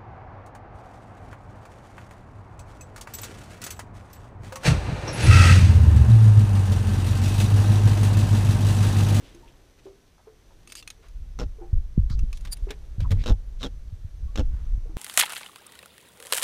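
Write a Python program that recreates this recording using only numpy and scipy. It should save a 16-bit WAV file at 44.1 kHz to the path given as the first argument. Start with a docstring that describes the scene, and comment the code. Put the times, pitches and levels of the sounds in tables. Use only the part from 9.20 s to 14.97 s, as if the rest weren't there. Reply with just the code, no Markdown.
"""On the carpeted deck of an aluminium boat on a river, a small hooked fish flaps in rattling fits,
each a run of wet slaps that ring the deck panel. Steel pliers click, scrape and squeak on the hook.
Small waves trap air that glugs under the hull, over a faint wash of water and a rustle of sleeves.
The angler's movements thump and rumble through the deck into a body-worn microphone."""
import sys
import numpy as np
from scipy import signal
from scipy.fft import rfft, irfft
from scipy.io import wavfile
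from scipy.ndimage import uniform_filter1d

SR = 44100
rng = np.random.default_rng(int(sys.argv[2]) if len(sys.argv) > 2 else 0)


def log_audio(samples):
    """Write samples as a 16-bit WAV file to the path given in sys.argv[1]."""
    # one column per channel
    frames = np.atleast_2d(samples).T
    # limit to full scale, then quantise
    limited = np.clip(frames, -1, 1)
    pcm = np.round(limited * 32767).astype(np.int16)
    wavfile.write(sys.argv[1], SR, pcm)


N = 254438
TIME = np.arange(N) / SR


def from_db(db):
    """Decibels to gain."""
    return 10 ** (np.asarray(db) / 20)


def rms_one(x):
    """Scale to unit rms."""
    return x / np.sqrt(np.mean(x ** 2) + 1e-20)


def in_time(rows):
    """Turn timed breakpoints into one fader curve per column."""
    s, *columns = np.transpose(rows)
    return [np.interp(TIME, s, column) for column in columns]


def add(out, s, sound):
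    """Mix a short sound in at s seconds."""
    start = int(np.clip(round(s * SR), 0, N - 1))
    out[start:start + len(sound)] += sound[:N - start]


def drift(per_s):
    """A slow random wander between -2 and 2."""
    knots = np.arange(0, N / SR + 1, 1 / per_s)
    return np.interp(TIME, knots, rng.uniform(-2, 2, len(knots)))


def colour(x, spectrum):
    """Minimum-phase EQ with unit power gain, rolling off past the ends of the curve."""
    hz, db = np.transpose(spectrum)
    size = 2 ** int(np.ceil(np.log2(8 * SR / hz[0])))
    log_hz = np.log(np.maximum(np.fft.rfftfreq(size, 1 / SR), 1))
    outside = np.abs(log_hz - np.clip(log_hz, np.log(hz[0]), np.log(hz[-1])))
    gain = rms_one(from_db(np.interp(log_hz, np.log(hz), db) - 25 * outside))
    cepstrum = irfft(np.log(gain + 1e-9))[:size // 2]
    cepstrum[1:] *= 2
    impulse = irfft(np.exp(rfft(cepstrum, size)))
    return signal.oaconvolve(x, impulse)[:N]


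def noise(spectrum):
    """Steady coloured noise at unit rms."""
    return rms_one(colour(rng.standard_normal(N), spectrum))


def even(x, window_s):
    """Ride out the slow swells of a noise."""
    power = uniform_filter1d(np.abs(signal.hilbert(x)) ** 2, int(window_s * SR))
    return rms_one(x / np.sqrt(np.maximum(power, 1e-6)))


def resonance(x, hz, width_hz):
    """Band-pass with unity gain at its peak."""
    return signal.lfilter(*signal.iirpeak(hz, hz / width_hz, fs=SR), x + 1e-18)


def band(x, hz, width_hz):
    """Two passes through one resonance, at unit rms."""
    return rms_one(resonance(resonance(x, hz, width_hz), hz, width_hz))


def grains(size, spread_db):
    """Gritty noise: every sample has its own random level."""
    return rng.standard_normal(size) * from_db(rng.normal(0, spread_db, size))


def swish(length_s, hz, width_hz):
    """A band of dense grains that swells quickly and tails off."""
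    size = int(length_s * SR)
    swell = np.sin(np.pi * np.linspace(0, 1, size) ** .59)
    return swell * band(grains(size, spread_db=7.3), hz, width_hz)


def ring(modes, tilt_db_per_octave, detune):
    """One blow on a set of modes; strengths and pitches vary with the point of contact."""
    hz, db, t60 = np.transpose(modes)[:, :, None]
    t = TIME[:SR // 12]
    strength_db = db + tilt_db_per_octave * np.log2(hz / np.median(hz)) + rng.normal(0, 4, hz.shape)
    pitch = hz * (1 + detune * rng.standard_normal(hz.shape))
    return np.sum(from_db(strength_db - 60 * t / t60) * np.sin(2 * np.pi * pitch * t), axis=0)


def cracks(times, levels_db, rise_s, t60, tail_db, tail_t60):
    """Each contact is a quick noise burst with a weaker tail of scatter from the hull."""
    out, t = np.zeros(N), TIME[:SR // 8]
    envelope = from_db(-60 * t / t60) + from_db(tail_db - 60 * t / tail_t60)
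    envelope *= 1 - np.exp(-t / rise_s)
    for s, db in zip(times, levels_db):
        add(out, s, from_db(db) * envelope * rng.standard_normal(len(t)))
    return out


# Fader moves for water and cloth. Each row: time in seconds, wash and rustle in dB before shaping.
BED_FADERS = [(0.0, -56, -63), (0.48, -64, -68), (0.98, -68, -70), (1.54, -63, -67), (1.98, -68, -69),
              (2.45, -65, -70), (2.75, -67, -70), (3.33, -62, -65), (3.78, -62, -68), (3.97, -56, -64),
              (4.15, -64, -69), (4.92, -67, -69), (5.4, -63, -67), (5.75, -63, -69)]
# The tone of the river, the sleeves and the hiss. Each row: frequency in Hz, relative level in dB.
WASH_EQ = [(120, -1), (300, 2), (450, -1), (650, -4.5), (1000, -10.5), (1800, -15.5), (3000, -29)]
RUSTLE_EQ = [(880, -32), (1500, -3), (2490, -4.5), (2700, -3.5), (3540, -3), (4940, -8), (8050, -10),
             (15500, -21)]
HISS_EQ = [(1000, -4.5), (2000, -6.5), (3000, -8), (4200, -7.5), (5200, -9), (6000, -5.5), (7000, -14),
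           (10000, -15), (14500, -18.5), (15500, -24)]

def background():
    """The bed: faint river wash, grainy sleeve rustle, steady hiss and a thin, wavering whine."""
    wash_db, rustle_db = in_time(BED_FADERS)
    rustle_db += .7 * (rustle_db - np.median(rustle_db))   # cloth falls quiet between movements
    rustle = from_db(rustle_db - 2.2) * rms_one(colour(grains(N, spread_db=6.6), RUSTLE_EQ))
    whine = band(rng.standard_normal(N), hz=6000, width_hz=600)
    hiss = from_db(-69) * noise(HISS_EQ)
    whine *= from_db(-81 + 3 * drift(per_s=4))
    wash = from_db(wash_db + 1.6) * noise(WASH_EQ)
    return wash + rustle + hiss + whine


# How much the angler moves. Each row: time in seconds, relative sway level in dB.
BODY_MOVEMENT = [(0.0, -54), (0.88, -64), (1.73, -56), (2.07, -38), (2.47, -38), (2.99, -29), (3.25, -32),
                 (3.46, -39), (3.78, -38), (3.96, -29), (4.28, -36), (4.85, -39), (5.25, -32), (5.75, -34)]
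# Tugs of the arm. Each row: start and length in seconds, sway level in dB, rubbing level in dB.
ARM_TUGS = [(1.25, .22, -52, -68), (1.88, .2, -38, -72), (2.14, .2, -32, -54), (2.52, .11, -20, -52),
            (2.76, .12, -24, -50), (2.91, .16, -27, -34.5), (3.77, .15, -29, -33), (3.89, .15, -24, -28),
            (4.07, .1, -19, -42), (5.01, .1, -30, -52), (5.16, .2, -26, -56), (5.48, .12, -25, -59)]
# The sub-bass sway and the muffled rubbing. Each row: frequency in Hz, relative level in dB.
SWAY_EQ = [(15, -4.5), (24, -0.5), (35, 0), (48, -3.5), (62, -11), (90, -24)]
RUBBING_EQ = [(40, -20.5), (65, 1.5), (100, -1), (150, -10), (220, -22.5), (400, -43.5)]

def handling():
    """The microphone sways in jolts with the body and clothing drags over it; each tug swells both."""
    movement_db, = in_time(BODY_MOVEMENT)
    swing_db = movement_db - movement_db.mean() + 2 * drift(per_s=11)
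    sway = from_db(movement_db.mean() + 1.5 + swing_db)
    rubbing = from_db(-54.5 + .48 * swing_db)   # follows about half of the sway's swing
    for s, length, sway_db, rubbing_db in ARM_TUGS:
        swell = np.sin(np.linspace(0, np.pi, int(length * SR)))
        add(sway, s, from_db(sway_db) * swell)
        add(rubbing, s, from_db(rubbing_db) * swell)
    return sway * even(noise(SWAY_EQ), window_s=.091) + rubbing * even(noise(RUBBING_EQ), window_s=.052)


# Tool, fish and sleeve sliding. Each row: start and length in seconds, level in dB,
# centre and width in Hz.
SOFT_SCRAPES = [(0.019, 0.14, -58.5, 2800, 3200), (0.275, 0.035, -60, 2880, 900),
                (.583, 0.027, -61, 2400, 3500), (.63, .085, -65, 3500, 5000),
                (1.821, 0.088, -61.5, 1480, 3000), (2.895, 0.075, -52, 4550, 2000),
                (2.895, 0.057, -53, 1220, 420), (3.137, 0.059, -58, 4500, 5000),
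                (3.487, 0.066, -49.5, 2050, 1900), (3.802, 0.054, -54, 2600, 3000),
                (3.84, 0.041, -46.5, 1060, 170), (3.973, 0.089, -55, 2200, 900),
                (3.987, 0.1, -55, 3800, 2600), (4.391, 0.07, -54.5, 3670, 3500),
                (5.3, .27, -65, 1100, 1100)]
# The jaws sliding along the hook. Each row: start and length in seconds, level in dB.
JAW_SLIDES = [(1.48, .085, -58), (1.559, .062, -47)]
# Resonances of the sliding jaws. Each row: centre and width in Hz, gain in dB.
JAW_PEAKS = [(2800, 1400, -4), (4720, 600, -.5), (7850, 7000, -2.5)]

def scrapes():
    """Friction: soft things slide with one resonance, the steel jaws with three."""
    out = np.zeros(N)
    for s, length, db, hz, width in SOFT_SCRAPES:
        add(out, s, from_db(db) * swish(length, hz, width))
    for s, length, db in JAW_SLIDES:
        for hz, width, peak_db in JAW_PEAKS:
            add(out, s, from_db(db + peak_db) * swish(length, hz, width))
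    return out


# Air pockets under the hull. Each row: start in seconds, level in dB, starting pitch in Hz,
# seconds for the main note to fall 60 dB.
AIR_POCKETS = [(.145, -46, 339, .27), (.228, -50, 912, .16), (.655, -37, 385.4, .22),
               (.664, -48.5, 564, .08), (1.07, -42, 432.6, .18), (1.79, -55.5, 444, .2),
               (2.384, -43, 431, .15), (2.411, -37, 345, .21), (2.417, -44, 775, .16),
               (3.469, -33, 394, .08), (3.50, -36.5, 420, .13), (5.08, -55, 1116, .12),
               (5.655, -46, 465, .1), (5.692, -42, 315, .15)]
# Waves that lap without trapping air. Each row: start in seconds, level in dB.
WAVE_LAPS = [(.978, -59), (1.058, -60), (1.3, -60), (1.835, -61)]

def waves():
    """Waves splash the hull; trapped air glugs, rising a little, and the hull prolongs note and slosh."""
    out, t = np.zeros(N), TIME[:SR // 3]
    splash = dict(length_s=.045, hz=800, width_hz=1100)
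    attack = 1 - np.exp(-t / .0017)
    for s, db, hz, t60 in AIR_POCKETS:
        note = np.sin(2 * np.pi * hz * t * (1 + .12 * t))
        slosh = resonance(rng.standard_normal(len(t)), hz, width_hz=150)
        slosh = rms_one(resonance(slosh, hz, width_hz=320))
        fade = from_db(-60 * t / t60)
        hull_tail = .16 * fade ** .4 * note + .22 * fade ** .55 * slosh
        add(out, s, from_db(db) * attack * (fade * note + hull_tail))
        add(out, s, from_db(db - 20) * swish(**splash))
    for s, db in WAVE_LAPS:
        add(out, s, from_db(db) * swish(**splash))
    return signal.sosfilt(signal.butter(2, 1400, fs=SR, output="sos"), out)


# Sharp clicks of the pliers. Each row: start in seconds, relative level and brightness in dB.
PLIER_CLICKS = [(0.148, -55, -4), (1.4745, -49, -12), (1.4997, -49.5, -13), (1.5217, -38.5, -1),
                (1.5532, -38, -1), (1.6262, -48.5, -14.5), (1.6759, -38, -11), (1.7029, -38, -8.5),
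                (1.8845, -57, -4), (2.9917, -46, -12), (3.129, -40.5, -13), (3.173, -46, 4),
                (3.2092, -52.0, 1.0), (3.3702, -51, 1)]
# Modes of the steel jaws. Each row: pitch in Hz, relative level in dB, seconds to fall 60 dB.
JAW_MODES = [(1240, -7, 0.029), (2370, -5.5, 0.02), (2650, -1, 0.036), (3521, -8, 0.042), (4040, -1, .025),
             (5160, -2.5, 0.023), (6270, 0, 0.027), (6700, -3, 0.031), (8720, -2, 0.039),
             (9600, -7.5, 0.033), (10500, -8, 0.029), (11600, -22, .03), (14400, -12, .03)]

def pliers():
    """Steel jaws snap on the hook with a crack and a ring; the grip shifts their modes each time."""
    s, level_db, bright_db = np.transpose(PLIER_CLICKS)
    tilts = .5 * (bright_db - bright_db.mean())
    steel = np.zeros(N)
    for at, db, tilt in zip(s, level_db, tilts):
        add(steel, at, from_db(db) * ring(JAW_MODES, tilt, detune=.031))
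    low_cut = signal.butter(2, 1100, "high", fs=SR, output="sos")   # a small tool radiates no bass
    crack = cracks(s, level_db, rise_s=.0002, t60=.022, tail_db=-16, tail_t60=.11)
    crack_eq = [(1100, -2.5), (2600, 4.5), (6500, 0), (10000, -9), (15000, -14)]
    return from_db(-4) * signal.sosfilt(low_cut, steel) + from_db(-.5) * colour(crack, crack_eq)


# Modes of the deck panel. Each row: pitch in Hz, relative level in dB, seconds to fall 60 dB.
DECK_MODES = [(216, -6, 0.082), (275, -0.5, .055), (380, -4, 0.045), (488, -1.5, 0.056), (593, -6.5, .035),
              (808, -11, 0.074), (1080, -17, .02)]

def deck(times, levels_db):
    """Every blow rings the damped deck panel."""
    out = np.zeros(N)
    for s, db in zip(times, levels_db):
        add(out, s, from_db(db) * ring(DECK_MODES, tilt_db_per_octave=-2, detune=.022))
    return out


# Fits of flapping. Each row: start and length in seconds, relative slap and body levels in dB,
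# ping pitch in Hz, relative ping level in dB.
FLAP_FITS = [(2.1894, .049, -38.5, -33, 5700, -5), (4.0602, .061, -34, -29, 4050, -1),
             (4.43, .038, -34, -34, 3750, 2.5), (5.175, .036, -35.5, -30, 3250, -1)]
# Single flicks of the tail. Each row: start in seconds, relative level in dB.
TAIL_FLICKS = [(4.0385, -41), (4.0966, -36.5), (4.409, -46.5), (4.4185, -42.5), (5.1576, -34)]
# The tone of wet skin. Each row: frequency in Hz, relative level in dB.
SLAP_EQ = [(400, 3.5), (700, 0), (1000, -4), (1450, -1), (2100, -6), (2900, -3), (4000, -1.5), (4700, -9),
           (6000, -6), (7300, -11), (8500, -20), (15000, -28)]
# Hollow resonances in every slap. Each row: centre and width in Hz, relative gain in dB.
HOLLOW_PEAKS = [(1390, 140, 3), (2710, 130, -1), (3020, 100, -3), (5330, 350, -0.5)]

def flaps():
    """The fish hits the deck in quick wet slaps that blur into a rasp over the note of the panel."""
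    gap_s, jitter_s = .0083, .0008
    contacts = [(s, db, db - 5, 3800, -4) for s, db in TAIL_FLICKS]
    for start, length, slap_db, body_db, hz, ping_db in FLAP_FITS:
        for along in np.linspace(0, 1, round(length / gap_s) + 1):
            stray, uneven = rng.standard_normal(2) * (along > 0)
            at = start + along * length + jitter_s * stray
            tiring_db = slap_db - 14 * along ** 1.35 + 2 * uneven   # weakens, slowly at first
            landing_db = body_db - 4.5 * (2 * along - 1) ** 2   # heaviest in mid-fit
            sagging_hz = hz * (1 - .17 * along)   # the contact moves along the fish
            contacts.append((at, tiring_db, landing_db, sagging_hz, ping_db))
    s, slap_db, body_db, ping_hz, pings_db = np.transpose(contacts)
    slap = colour(cracks(s, slap_db, rise_s=.00025, t60=.019, tail_db=-14.5, tail_t60=.092), SLAP_EQ)
    hollow = sum(from_db(db) * resonance(slap, hz, width) for hz, width, db in HOLLOW_PEAKS)
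    skin, t = np.zeros(N), TIME[:SR // 25]
    squeezed_air = from_db(5) * np.exp(-t / .00073) * np.sin(2 * np.pi * 1150 * t)
    ping_hz *= 1 + .04 * rng.standard_normal(len(s))
    for at, db, hz, ping_db in zip(s, slap_db, ping_hz, pings_db):
        ping = from_db(ping_db + 4) * np.exp(-t / .0035) * np.sin(2 * np.pi * hz * t)
        add(skin, at, from_db(db) * (ping + squeezed_air))
    for at, length, _, db, _, _ in FLAP_FITS:   # skin drags on the carpet
        add(skin, at, from_db(db - 18) * swish(length, hz=950, width_hz=900))
    return from_db(1.8) * slap + from_db(2.5) * hollow + skin + from_db(-.6) * deck(s, body_db)


# Soft thumps through the deck. Each row: start in seconds, level in dB, pitch in Hz.
DECK_THUMPS = [(2.258, -16, 60), (2.529, -5.5, 72.3), (2.777, -1, 150), (2.79, -4.5, 68.5),
               (2.905, -13, 110), (3.02, -10, 48), (3.034, -19, 148), (3.422, -12, 35), (3.782, -15, 96),
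               (3.819, -11, 88.3), (3.91, -8, 96.7), (3.931, -6, 88), (4.095, -12, 88), (4.111, -1, 46),
               (4.725, -19.5, 75), (4.845, -18.5, 70.4), (5.192, -7, 62.8), (5.335, -13.5, 52),
               (5.574, -21, 95)]

def thumps():
    """Soft blows with a round attack and a few low cycles; the hull booms on near its own pitch."""
    out, t = np.zeros(N), TIME[:SR // 3]
    decay_cycles = 4.5
    for s, db, hz in DECK_THUMPS:
        attack = 1 - np.exp(-(t * hz / .29) ** 2)
        fade = from_db(-60 * t * hz / decay_cycles)
        add(out, s, from_db(db) * attack * fade * np.sin(2 * np.pi * hz * t))
    return out + resonance(out, hz=94, width_hz=14)


# Dull knocks against the fish. Each row: start in seconds, relative crunch and deck levels in dB.
HOOK_KNOCKS = [(2.899, -48.5, -58), (3.25, -43, -54), (3.272, -48.5, -56), (3.5054, -36.5, -41),
               (3.804, -46, -43), (3.907, -42, -42), (3.916, -36.5, -33), (3.925, -52, -34)]
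# The two hits in each knock. Each row: delay in seconds, crunch and deck offsets in dB.
BLOW_AND_REBOUND = [(0, 0, 0), (.007, -9, 0)]
# The tone of the crunch. Each row: frequency in Hz, relative level in dB.
CRUNCH_EQ = [(700, -8.5), (1000, -4.5), (1500, -2.5), (2300, -1.5), (2800, -6), (3500, -0.5), (4800, -8.5),
             (7000, -11), (10000, -18), (15000, -23)]

def knocks():
    """Hook and tool crunch against the fish and jolt the deck."""
    hits = [np.add(knock, hit) for knock in HOOK_KNOCKS for hit in BLOW_AND_REBOUND]
    s, crunch_db, deck_db = np.transpose(hits)
    crunch = cracks(s, crunch_db, rise_s=.00052, t60=.032, tail_db=-18, tail_t60=.076)
    return from_db(5) * colour(crunch, CRUNCH_EQ) + from_db(-.5) * deck(s, deck_db)


# Overtones of the squeak. Each row: harmonic number, relative level in dB.
SQUEAK_HARMONICS = [(2, -1), (3, -10), (4, 0), (5, -14.5), (6, -14)]

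def squeak():
    """Steel sticks and slips on steel in one brief, rough whistle as the grip chatters."""
    peak_s, length_s, fundamental_hz = 3.329, .02, 2377.5
    t = TIME[:SR // 8] - 1 / 16
    jitter = rms_one(uniform_filter1d(rng.standard_normal(len(t)), size=14))
    phase = 2 * np.pi * np.cumsum(fundamental_hz * (1 + .03 * jitter)) / SR
    tone = sum(from_db(db) * np.sin(k * phase) for k, db in SQUEAK_HARMONICS)
    chatter_db = 3 * rms_one(uniform_filter1d(rng.standard_normal(len(t)), size=24))
    swell = rms_one(from_db(chatter_db)) * np.exp(-(2 * t / length_s) ** 2)
    grit = .28 * rng.standard_normal(len(t))
    out = np.zeros(N)
    add(out, peak_s + t[0], from_db(-31.7) * swell * (tone + grit))
    return out


def scene():
    """All sources mixed in mono at the body-worn microphone."""
    fish_and_tool = flaps() + pliers() + knocks() + scrapes() + squeak()
    return (fish_and_tool + waves() + thumps() + handling() + background())[None]


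def record(dry):
    """A steep high cut at 15.4 kHz."""
    return signal.sosfilt(signal.ellip(10, .2, 80, 15400, fs=SR, output="sos"), dry)


dry = scene()
out = record(dry)
log_audio(out)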